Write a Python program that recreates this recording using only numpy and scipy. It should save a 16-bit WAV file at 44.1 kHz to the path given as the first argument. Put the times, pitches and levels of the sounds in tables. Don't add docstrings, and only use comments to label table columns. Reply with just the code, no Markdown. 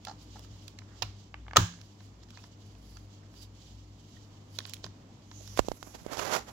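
import sys
import numpy as np
from scipy import signal
from scipy.fft import rfft, irfft
from scipy.io import wavfile
from scipy.ndimage import uniform_filter1d

SR = 44100
rng = np.random.default_rng(int(sys.argv[2]) if len(sys.argv) > 2 else 0)


def attenuation_scalar(level_db):
    decades = np.asarray(level_db, float) / 20
    return 10 ** decades


def persist_wave(psi):
    counts = np.round(np.clip(psi, -1, 1) * 32767).astype(np.int16)
    wavfile.write(sys.argv[1], SR, np.atleast_2d(counts).T)


N = 287525
T = np.arange(N) / SR


def colour(x, points):
    size = 8192
    hz, db = np.transpose(points)
    grid_hz = np.arange(size // 2 + 1) * SR / size
    gain_db = np.interp(np.log(grid_hz + 1), np.log(hz), db)
    cep = irfft(gain_db * np.log(10) / 20)
    cep[1:size // 2] *= 2
    cep[size // 2 + 1:] = 0
    impulse = irfft(np.exp(rfft(cep)))
    return signal.oaconvolve(x, impulse[None], axes=-1)[:, :x.shape[1]]


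def unit(x):
    return x / np.sqrt(np.mean(x ** 2))


def walk(rate_hz):
    hold = int(SR / rate_hz)
    steps = np.repeat(rng.standard_normal(N // hold + 1), hold)
    return 1.7 * uniform_filter1d(uniform_filter1d(steps, hold), hold)[:N]


def add(out, s, sound):
    i = int(s * SR)
    out[:, i:i + sound.shape[1]] += sound[:, :N - i]


def swells(rows, edge=3.):
    s, half, *db = np.transpose(rows)[:, :, None]
    coarse_t = T[::32]
    shape = np.exp(-np.abs((coarse_t - s) / half) ** edge)
    gains = [np.sqrt(np.sum((attenuation_scalar(d) * shape) ** 2, axis=0)) for d in db]
    return [np.interp(T, coarse_t, g) for g in gains]


def diffuse(x):
    ports_alike_hz = 604
    side = signal.lfilter(*signal.butter(2, ports_alike_hz, "high", fs=SR), x[1])
    return x[0] + side * np.array([[1], [-1]])


def ring(modes, t, scatter_db, turn):
    hz, db, t60 = np.transpose(modes)[:, :, None]
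    level, phase = rng.standard_normal((2, 2, len(modes), 1))
    shape = (1 - np.exp(-1.5 * hz * t)) * 1000. ** (-t / t60)
    tones = np.sin(2 * np.pi * hz * t + turn * phase)
    y = (attenuation_scalar(db + scatter_db * level) * tones * shape).sum(axis=1)
    return y / np.abs(y).max()


# (from [Hz], to [Hz], level [dB], t60 [s])
ECHO_BANDS = [(0, 1500, -41, 0.25), (1520, 4000, -45.5, 0.38), (4000, 9600, -46.5, 0.43),
              (8300, 22050, -42, 0.26)]


def echo(sound, blur_hz):
    t = np.arange(2 ** 14) / SR
    hz = np.arange(len(t) // 2 + 1) * SR / len(t)
    power = np.mean(np.abs(rfft(sound, len(t))) ** 2, axis=0)
    smooth = np.sqrt(uniform_filter1d(power, int(blur_hz * len(t) / SR)).clip(0))
    noise = smooth * rfft(diffuse(rng.standard_normal((2, len(t)))))
    tail = 0
    for lo, hi, db, t60 in ECHO_BANDS:
        band = irfft(noise * (hz >= lo) * (hz < hi))
        tail = tail + attenuation_scalar(db) * band * 1000. 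** (-t / t60)
    return tail * (1 - np.exp(-(t / 0.0031) ** 2))


# (frequency [Hz], level [dB])
TOP_MODES = [(9000, -3), (10200, 6.5), (11500, 4), (13000, -6), (14000, 1.5), (15000, -2), (15900, -0.5)]


def knocks(events, low, high, high_t60_s, pan_db, grip_db, dull_db=9.5, top=TOP_MODES):
    out, t = np.zeros((2, N)), np.arange(SR // 16) / SR
    top_t60_s = .002
    pan = attenuation_scalar(np.array([[.5], [-.5]]) * pan_db)
    for s, db, high_db, top_db, rattle_ms, free_hz in events:
        u = t * 2000 / max(rattle_ms, .2)
        contacts = rng.standard_normal(len(t)) * np.minimum(u * 6, 1) * np.exp(-u)
        contacts[2] += 2.5
        bins = rfft(contacts)
        flat = bins / (np.abs(bins) + 1e-9) ** .8
        contacts = irfft(flat, len(t)) * np.exp(-u / 4)

        low_free_hz, high_free_hz = min(free_hz, 1500), max(free_hz, 2600)
        low_set = [(hz, g - grip_db * np.log2(hz / low_free_hz) ** 2, t60) for hz, g, t60 in low]
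        high_set = [(hz, g - dull_db * np.log2(hz / high_free_hz) ** 2, high_t60_s) for hz, g in high]
        top_set = [(hz, g, top_t60_s) for hz, g in top]
        sound = np.zeros((2, len(t)))
        for modes, turn, gain_db in ((low_set, .4, 0), (high_set, 1.1, high_db + 3.5),
                                     (top_set, 1.3, top_db + 16.5)):
            struck = ring(modes, t, 1.5, turn)
            part = signal.fftconvolve(contacts[None], struck)[:, :len(t)]
            sound += attenuation_scalar(db + gain_db) * part / np.abs(part).max()
        add(out, s + 0.00069, sound * pan)
        add(out, s, echo(sound, blur_hz=900))
    return out


def squeaks(rows, ports_db):
    out, t = np.zeros((2, N)), np.arange(-SR // 6, SR // 6) / SR
    for s, half, hz, width_hz, db in rows:
        noise = rng.standard_normal((2, 2, len(t)))
        wander = signal.lfilter(*signal.butter(2, width_hz / 2, fs=SR), noise)
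        tone = unit(wander[0] * np.cos(2 * np.pi * hz * t) + wander[1] * np.sin(2 * np.pi * hz * t))
        tone[1] = 0.26 * tone[0] + 2.0 * tone[1]
        stroke = np.exp(-np.abs(t / half) ** 1.5)
        add(out, s + t[0], attenuation_scalar(db + np.array(ports_db)[:, None]) * tone * stroke)
    return out


# (multiple of 100.3 Hz [1], level [dB])
HUM_TONES = [(1, 0), (1.5, -16.5), (2, -14.5), (3, -14)]
# (time [s], level [dB])
HUM_LEVEL = [(0, -51), (.15, -52.5), (1.1, -53), (1.9, -54), (2.3, -53), (2.9, -52), (3.35, -52),
             (3.9, -50.5), (4.7, -53), (5.1, -55.5), (5.5, -51), (5.7, -57), (6.52, -55.5)]
# (centre [s], half length [s], level [dB])
STIRS = [(.38, 0.27, -52.5), (1.03, 0.12, -53.5), (1.47, 0.22, -50.5), (2.22, 0.17, -58),
         (2.9, 0.19, -51.5), (3.45, 0.15, -54.5), (3.8, 0.2, -53), (5.5, 0.19, -55.5), (5.95, .08, -58),
         (6.42, 0.03, -56)]
# (frequency [Hz], density [dB per Hz])
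AIR = [(20, -15.5), (40, -1.5), (130, 0), (240, -0.5), (500, -13), (1000, -18.5), (1500, -27), (2500, -28),
       (8000, -33.5), (16000, -38.5)]


def room():
    hum_db = np.interp(T, *np.transpose(HUM_LEVEL)) + 0.51 * walk(3.9)
    hum = np.zeros(N)
    for multiple, db in HUM_TONES:
        flicker_db = 2.4 * walk(20)
        cycles = 100.3 * multiple * T + 0.007 * walk(17)
        hum += attenuation_scalar(db + flicker_db) * np.sin(2 * np.pi * cycles)
    mode_rest_db = -73.5
    stir = swells(STIRS, edge=1.9)[0] + attenuation_scalar(mode_rest_db)
    mode = np.sin(2 * np.pi * (56 * T + 0.57 * walk(0.7)))
    air_db = -57 + 0.5 * (T > 5.5) + 1.1 * walk(4)
    air = unit(colour(diffuse(rng.standard_normal((2, N))), AIR))
    return attenuation_scalar(hum_db + 2.5) * hum + stir * attenuation_scalar(4.5 + 1.5 * walk(9.6)) * mode + attenuation_scalar(air_db + 1.5) * air


# (centre [s], half length [s], coarse rustle [dB], fine rustle [dB])
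CLOTH_STROKES = [(0.085, 0.043, -62, -79), (0.23, 0.07, -65.5, -76), (0.36, 0.057, -63, -77),
                 (0.443, 0.015, -59, -72), (0.564, 0.06, -63.5, -80), (0.646, 0.049, -67.5, -78),
                 (0.998, 0.076, -65, -88), (1.215, 0.069, -71, -99), (1.84, 0.14, -76, -83),
                 (2.051, 0.047, -67.5, -77.5), (2.408, .1, -68.5, -79), (2.684, 0.081, -69, -77),
                 (2.93, 0.09, -70.5, -68), (3.153, 0.075, -73, -95), (3.384, 0.048, -67, -69.5),
                 (3.426, 0.022, -66, -60.5), (3.67, 0.12, -65.5, -78.5), (4.157, 0.24, -70.5, -81.5),
                 (4.565, 0.043, -63.5, -66.5), (4.69, 0.076, -58.5, -83), (4.851, 0.014, -54, -89),
                 (5.003, 0.029, -93, -88), (5.341, 0.068, -69, -82), (5.51, 0.058, -65.5, -67)]
# (frequency [Hz], density [dB per Hz])
CLOTH_COARSE = [(1500, -20), (2500, -11), (3000, 0.5), (3600, -2), (4700, -1.5), (7000, -4.5), (9000, -13)]
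# (frequency [Hz], density [dB per Hz])
CLOTH_FINE = [(3500, -16), (4400, -6), (4800, 1), (5400, -7), (6500, -14.5), (10500, 3), (13000, -3),
              (16000, -4)]


def cloth():
    coarse, fine = swells(CLOTH_STROKES, edge=1.4)
    coarse_rest_db, fine_rest_db = -74, -93
    coarse, fine = coarse + attenuation_scalar(coarse_rest_db), fine + attenuation_scalar(fine_rest_db)
    bursts_db = 1.7 * rng.standard_exponential((2, 1, N)).clip(max=6)
    grains = rng.standard_normal((2, 2, N)) * attenuation_scalar(bursts_db)
    fine = fine * attenuation_scalar(13.5 + 1.6 * walk(49)) * unit(colour(grains[0], CLOTH_FINE))
    return fine + coarse * attenuation_scalar(4.0 + 1.4 * walk(60)) * unit(colour(grains[1], CLOTH_COARSE))


# (time [s], low peak [dB], high [dB re low], top [dB re low], freest region [Hz])
CASE_TICKS = [(0.049, -47, 11.5, 2.5, 786), (0.382, -63, 5, 2, 6560), (0.392, -46.5, 4.5, -2.5, 708),
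              (0.446, -50, -6, -24, 990), (0.679, -47.5, 9, -2, 3830), (0.787, -48, 11.5, -10, 5650),
              (0.818, -47, -29, -49, 1350), (1.813, -50, 6, -12, 2890), (2.004, -50, -5, -31.5, 1020),
              (1.737, -45, -6, -26, 1190), (1.787, -52, -9, -30, 1300), (1.801, -58, -2, -30, 1400),
              (2.232, -53.5, 2, -9, 3590), (2.286, -56, 1.5, -19, 1014), (2.304, -50.5, 5, -11.5, 4940),
              (2.372, -37.5, -6, -40, 1900), (2.438, -45.5, -0.5, -30, 5050), (2.75, -54.5, 3, -24, 904),
              (2.969, -48.5, 5, -18, 4000), (3.26, -60.5, 0, -29, 1660), (3.339, -51.5, -2, -27, 2600),
              (3.43, -59, 8, -8, 4760), (5.313, -41.5, -0.5, -29, 2610), (5.475, -48, 7.5, -3, 6400)]
# (frequency [Hz], level [dB], t60 [s])
CASE_LOW = [(740, -6, 0.024), (1035, 3.5, 0.011), (1305, -3, 0.014), (1550, 4.5, 0.0082),
            (1760, -1.5, 0.012), (2010, -1, 0.011)]
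# (frequency [Hz], level [dB])
CASE_HIGH = [(2690, -2), (3050, -13), (3390, -1), (3990, -1), (4320, -2.5), (4800, -3.5), (5400, -1.5),
             (5900, -3), (6430, -10), (7310, -8.5)]


def case_ticks():
    rattle_ms = 4.2
    events = [(*tick, rattle_ms, free_hz) for *tick, free_hz in CASE_TICKS]
    return knocks(events, CASE_LOW, CASE_HIGH, .007, pan_db=-2.0, grip_db=6.5, dull_db=1.5)


# (time [s], low peak [dB], high [dB re low])
HINGE_SLIPS = [
    (0.0688, -33.5, -4.5),
    (.081, -34.5, -6),
    (.094, -36.5, -6),
    (.110, -37.5, -6.5),
    (.355, -41.5, -31),
    (.363, -43.5, -12),
]
# (frequency [Hz], level [dB], t60 [s])
HINGE_LOW = [(800, 9.5, 0.039), (851, 6.5, 0.037), (1350, 3, 0.017), (1630, -3, 0.015)]
# (frequency [Hz], level [dB])
HINGE_HIGH = [(2640, -10), (3080, -10), (3600, -11), (4200, -1), (4540, -3), (5000, -5), (5500, -8),
              (6060, -8), (6590, -7.5)]


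def hinge():
    top_db, rattle_ms, free_hz = -40, 7.4, 4200
    events = [(*e, top_db, rattle_ms, free_hz) for e in HINGE_SLIPS]
    return knocks(events, HINGE_LOW, HINGE_HIGH, 0.016, pan_db=-2.5, grip_db=8)


# (time [s], peak [dB], deep panel [dB re upper panels])
DESK_BLOWS = [
    (0.499, -59, 18),
    (1.027, -40.5, 3),
    (1.5775, -20, 2.5),
    (1.623, -39.5, -15.5),
    (4.133, -54.5, 12),
    (4.847, -39, -3),
]
# (frequency [Hz], level [dB], t60 [s])
DESK_DEEP = [(55, -5, .2), (68, -3, 0.09), (87, -1.5, 0.36), (104.7, 1.5, 0.36)]
# (frequency [Hz], level [dB], t60 [s])
DESK_UPPER = [(172, -9.5, 0.46), (237, -6, 0.12), (275, -4.5, 0.11), (330, -4, .11), (385, 2.5, 0.055),
              (618, -11, 0.06)]


def desk():
    out, t = np.zeros((2, N)), np.arange(SR // 2) / SR
    upper_lead_s, palm_s = .008, 0.083
    palm = 1 - 0.93 / (1 + np.exp((palm_s - t) / .008))
    for s, db, deep_db in DESK_BLOWS:
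        deep = ring(DESK_DEEP, t, scatter_db=1.4, turn=.1) * (1 - np.exp(-t / 0.0012)) * palm
        upper = ring(DESK_UPPER, t, scatter_db=1.0, turn=.1) * (1 - np.exp(-t / 0.005))
        add(out, s - upper_lead_s, attenuation_scalar(db) * upper)
        add(out, s, attenuation_scalar(db + deep_db) * deep)
    return out


# (centre [s], half length [s], frequency [Hz], width [Hz], level [dB])
CASE_SQUEAKS = [(1.425, .025, 3400, 250, -77), (2.225, .007, 3550, 500, -69), (2.236, .007, 5950, 700, -69),
                (2.234, .008, 4600, 1200, -67), (2.336, .012, 1300, 500, -69),
                (2.388, .013, 2500, 200, -65), (2.391, .003, 1300, 350, -61),
                (2.355, .014, 4400, 1200, -66), (2.96, .02, 4700, 350, -67), (2.972, .006, 1350, 300, -60),
                (3.236, .006, 1700, 700, -68), (3.41, .04, 4800, 450, -64), (3.437, .012, 3850, 450, -66),
                (4.172, .007, 1850, 220, -65), (4.172, .007, 3400, 300, -68), (.93, .06, 1500, 900, -69),
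                (.79, .004, 1950, 350, -58), (2.235, .008, 7100, 400, -69)]


def case_squeaks():
    return squeaks(CASE_SQUEAKS, (0.3, 0.3))


# (time [s], low peak [dB], high [dB re low], top [dB re low], rattle [ms])
BUMPS = [
    (1.021, -24, 0.5, -22, 2.1),
    (1.0232, -30, 8.5, -10.5, 3.9),
    (1.026, -34, 1, -20, 10.6),
]
# (frequency [Hz], level [dB], t60 [s])
BUMP_LOW = [(790, -3, 0.01), (950, -6, 0.024), (1500, -10, 0.01), (1780, -10, 0.018)]
# (frequency [Hz], level [dB])
BUMP_HIGH = [(2550, -2.5), (2800, -2), (3380, -4), (3950, -5), (4230, 1), (4900, -1.5), (5580, -9),
             (6610, -9.5)]


def lid_bump():
    free_hz = 880
    events = [(*e, free_hz) for e in BUMPS]
    return knocks(events, BUMP_LOW, BUMP_HIGH, 0.0083, pan_db=-6.0, grip_db=1.5, dull_db=0.5)


# (time [s], peak [dB], share of ring time [1])
RINGS = [
    (1.026, -49, .5),
    (1.57, -30, .9),
]
# (frequency [Hz], level [dB], t60 [s])
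RING_MODES = [(991, -1, 0.16), (1480, -16, .2), (1820, -9.5, .28), (2143, -9, .3), (2420, -7.5, .18),
              (2960, -5.5, 0.37), (3079, -11, .35), (3390, -6.5, .15), (3526, -5, .2), (4100, -6.5, 0.3),
              (4450, -11, .3), (4960, -11.5, .3), (5420, -12, .3), (5717, -13.5, .3)]


def ringing():
    out, t = np.zeros((2, N)), np.arange(SR // 2) / SR
    for s, db, share in RINGS:
        for pair_hz in (0, 23):
            modes = [(hz + pair_hz * rng.standard_normal(), g, t60 * share) for hz, g, t60 in RING_MODES]
            tones = ring(modes, t, scatter_db=2.5, turn=1.5)
            add(out, s, attenuation_scalar(db) * tones * (1 - np.exp(-t / .004)))
    return out


# (time [s], peak [dB], high [dB re low])
RATCHET_TEETH = [
    (1.3415, -29, -5),
    (1.465, -44.5, -12),
    (1.481, -37, -9.5),
    (1.510, -34.5, -8.5),
    (1.533, -28.5, -10),
    (1.554, -36, -16),
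]
# (frequency [Hz], level [dB], t60 [s])
RATCHET_LOW = [(900, 0, 0.011), (1190, 1.5, .01), (1660, 2.5, 0.008), (2130, 1.5, .008)]
# (frequency [Hz], level [dB])
RATCHET_HIGH = [(2590, -1.5), (2940, 0), (3400, -10), (3840, -7), (4450, -8), (5280, -17.5)]


def lid_ratchet():
    top_db, rattle_ms, free_hz = -55, 1.4, 1400.5
    events = [(*e, top_db, rattle_ms, free_hz) for e in RATCHET_TEETH]
    return knocks(events, RATCHET_LOW, RATCHET_HIGH, .006, pan_db=-1.0, grip_db=1.6, dull_db=3)


# (time [s], low peak [dB], high [dB re low], top [dB re low], rattle [ms])
LATCH = [
    (1.559, -12.5, -15, -40, 1.4),
    (1.5609, -20, 1.5, -28.5, 4.3),
    (1.5645, -20, 1.5, -22, 3.4),
    (1.5673, -4, 1.5, -14, 0.76),
    (1.5684, -13.5, 8.5, -2.5, 1.7),
    (1.5705, -15, 8, -9, 2.6),
]
# (frequency [Hz], level [dB], t60 [s])
LID_LOW = [(760, -3, .012), (1030, 0.5, 0.013), (1270, 4.5, 0.014), (1500, -10, .008), (1810, -4.5, 0.016),
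           (2090, -6.5, 0.011)]
# (frequency [Hz], level [dB])
LID_HIGH = [(2960, -4), (3400, 4.5), (4000, 3.5), (4320, -1.5), (4750, -0.5), (5330, 2), (5900, -5.5),
            (6420, 5.5), (6880, -2.5), (7300, 1.5)]
# (frequency [Hz], level [dB])
LID_TOP = [(9900, 6), (11200, -3), (12400, -4.5), (13500, 4), (14100, 4.5), (15100, 5), (15700, 0)]


def lid_latch():
    free_hz = 1207
    events = [(*e, free_hz) for e in LATCH]
    return knocks(events, LID_LOW, LID_HIGH, 0.0064, pan_db=2.0, grip_db=0.6, dull_db=2.5, top=LID_TOP)


# (time [s], low peak [dB], high [dB re low], top [dB re low], rattle [ms])
BAG_CREASES = [(4.5866, -31, 6, -9.5, 2.9), (4.603, -40, 1.5, -27, 1.6), (4.652, -40.5, 5, -24, 3.4),
               (4.664, -54, 3, 6, 1.8), (4.672, -55, 6, 4, 1.3), (4.678, -50, -5, -10, 1.2),
               (4.695, -52, 8.5, 9.5, 2.4), (4.735, -62.5, 32, 24, 3.2), (4.741, -65, 27.5, 24, 2.4),
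               (4.767, -60.5, 17, -2, 1.4), (4.8414, -33, 3, -20, 3.6), (4.863, -41.5, 2.5, -18, 3.5)]
# (frequency [Hz], level [dB], t60 [s])
THIN_LOW = [(698, -1, 0.006), (1078, -2, 0.012), (1506, 0.5, 0.0084), (1780, -4, 0.012)]
# (frequency [Hz], level [dB])
THIN_HIGH = [(2600, 11), (3400, 11.5), (4100, 8.5), (4600, 9.5), (5200, 9), (5900, 7.5), (6600, -24),
             (7500, -14)]
THIN_T60_S = .004


def bag():
    free_hz = 3950
    events = [(*e, free_hz) for e in BAG_CREASES]
    return knocks(events, THIN_LOW, THIN_HIGH, THIN_T60_S, pan_db=-8.0, grip_db=-4.0)


# (centre [s], half length [s], frequency [Hz], width [Hz], level [dB])
PORT_SQUEAKS = [(5.39, .065, 6500, 900, -61), (5.51, .055, 5800, 1300, -60), (5.668, .016, 6500, 2200, -60),
                (5.87, .08, 6300, 1800, -64), (5.49, .07, 11500, 2500, -67), (5.88, .1, 11300, 2200, -63),
                (5.41, .012, 400, 400, -55)]


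def port_squeaks():
    return squeaks(PORT_SQUEAKS, (-12, 0.3))


# (centre [s], half length [s], port rumble [dB], skin hiss [dB], hiss at left port [dB])
FINGER_STROKES = [(5.44, 0.1, -74, -62, -67), (5.582, 0.015, -52, -45, -47), (5.592, 0.0081, -35, -55, -48),
                  (5.66, 0.058, -63, -61.5, -63), (5.875, 0.029, -55.5, -71, -81),
                  (5.954, 0.015, -49.5, -57, -56), (6.105, 0.036, -48, -72, -72),
                  (6.134, 0.018, -38, -45.5, -58), (6.156, .011, -48, -64, -68),
                  (6.315, 0.024, -37, -50, -52), (6.192, 0.023, -37.5, -44.5, -62),
                  (6.23, 0.049, -39, -49.5, -70), (6.28, 0.065, -39, -48.5, -59),
                  (6.341, 0.022, -32, -38, -54), (6.366, 0.019, -35.5, -41.5, -56),
                  (6.382, 0.033, -41, -62, -45.5), (6.49, 0.018, -47.5, -59, -57),
                  (6.0, 0.015, -54, -62.5, -71), (6.05, 0.0061, -55, -84.5, -63)]
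# (frequency [Hz], density [dB per Hz])
RUB_PORT = [(60, -4.5), (300, 1), (600, 4.5), (1300, -3), (2200, -9), (5000, -21.5)]
# (frequency [Hz], density [dB per Hz])
RUB_PRESSED = [(300, -18), (700, -3), (1000, 0.5), (1500, -5.5), (2300, -14), (4000, -26)]
# (frequency [Hz], density [dB per Hz])
RUB_SKIN = [(1200, -11), (2500, 1), (6000, 5), (8000, 1), (10000, -44)]
# (frequency [Hz], density [dB per Hz])
RUB_FINE = [(6000, -29), (8500, 3), (11500, 8), (16000, -5)]


def finger_strokes():
    rest_from_s, pressed_at_db = 5.5, -31
    resting = T > rest_from_s
    rests_db = (-72.5, -71, -70.5, -72)
    *rest, fine_rest = [attenuation_scalar(db + 2.5 * walk(22)) * resting for db in rests_db]
    rumble, hiss, left = np.hypot(swells(FINGER_STROKES, edge=1.36), rest)
    sheen = np.hypot(hiss * attenuation_scalar(-8.5), fine_rest)
    bursts_db = 2.3 * rng.standard_exponential((3, N)).clip(max=4.5) + 1.2 * walk(250)
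    grains = rng.standard_normal((3, N)) * attenuation_scalar(bursts_db)
    skin = unit(colour(grains[1:], RUB_SKIN))
    fine = unit(colour(grains[1:], RUB_FINE))
    out = skin * [left, hiss * attenuation_scalar(5.5)] + fine * [left * attenuation_scalar(-10), sheen * attenuation_scalar(17)]
    out[1] += rumble * attenuation_scalar(5.5) * unit(colour(grains[:1], RUB_PORT))[0]
    out[1] += rumble ** 2 * attenuation_scalar(5.5 - pressed_at_db) * unit(colour(grains[1:2], RUB_PRESSED))[0]
    return out


# (time [s], low peak [dB], high [dB re low], top [dB re low], rattle [ms])
SHELL_TAP = [
    (5.574, -33, 3, -3, 0.69),
]


def finger_tap():
    free_hz = 1500
    events = [(*e, free_hz) for e in SHELL_TAP]
    return knocks(events, THIN_LOW, THIN_HIGH, THIN_T60_S, pan_db=-11.5, grip_db=-2.0)


# (time [s], pressure peak [dB], push [ms], grit [dB re peak])
PORT_POPS = [(5.575, -23, 0.19, -11), (5.5915, -12.5, 0.097, -0.5), (5.648, -34.5, 0.53, -16),
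             (5.951, -33, 0.66, -15), (5.593, -1, 0.294, -18), (5.685, -13.5, 0.36, -15),
             (5.717, -16, 0.3, -15), (5.828, -25.5, 0.16, -5), (5.873, -35, 0.57, -22),
             (6.02, -37, 1.2, -22), (6.064, -21, 0.4, -14.5), (5.618, -40, 1.8, -30),
             (5.627, -39, 1.6, -29), (6.116, -35, 0.36, -11), (6.123, -26.5, 0.49, -10),
             (6.171, -24, .3, -6)]


def finger_pops():
    out, t = np.zeros((2, N)), np.arange(-SR // 200, SR // 30) / SR
    grit_shape = np.exp(-np.abs(t - .0008) / np.where(t < .0008, .0006, .0022))
    ports = attenuation_scalar(np.array([[-42], [0]]))
    for s, db, push_ms, grit_db in PORT_POPS:
        u = t * 1000 / push_ms
        push = np.exp(-u ** 2)
        overshoot = 0.8 * np.exp(-((u - 2.3) / 1.4) ** 2)
        leak = 0.36 * np.tanh((u - 3.5).clip(0) / 3.9) * np.cos(u / 13) * np.exp(-u.clip(0) / 32)
        grit = attenuation_scalar(grit_db) * uniform_filter1d(rng.standard_normal(len(t)), size=2) * grit_shape
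        add(out, s + t[0], attenuation_scalar(db) * (push - overshoot + leak + grit) * ports)
    return out


# (frequency [Hz], level [dB re right port])
LEFT_PORT = [(100, 1.5), (400, -0.5), (1300, 0.5), (2400, -2.5), (4400, -11), (8000, -6), (15000, -14)]


def scene():
    airborne = room() + cloth() + case_ticks() + hinge() + desk() + case_squeaks()
    airborne += lid_bump() + ringing() + lid_ratchet() + lid_latch() + bag() + finger_tap()
    airborne[:1] = colour(airborne[:1], LEFT_PORT)
    return airborne + port_squeaks() + finger_strokes() + finger_pops()


def low_pass(x):
    return signal.sosfilt(signal.butter(12, 17150, fs=SR, output="sos"), x)


# (frequency [Hz], level [dB])
MIC = [(20, -13), (45, -2), (7000, 4.5), (7900, 0.5), (8800, -19), (9600, -8.5), (15800, -8), (16450, -50)]


def record(dry):
    mix = np.tanh(colour(dry, MIC) / 1.206)
    return low_pass(mix)


dry = scene()
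out = record(dry)
persist_wave(out)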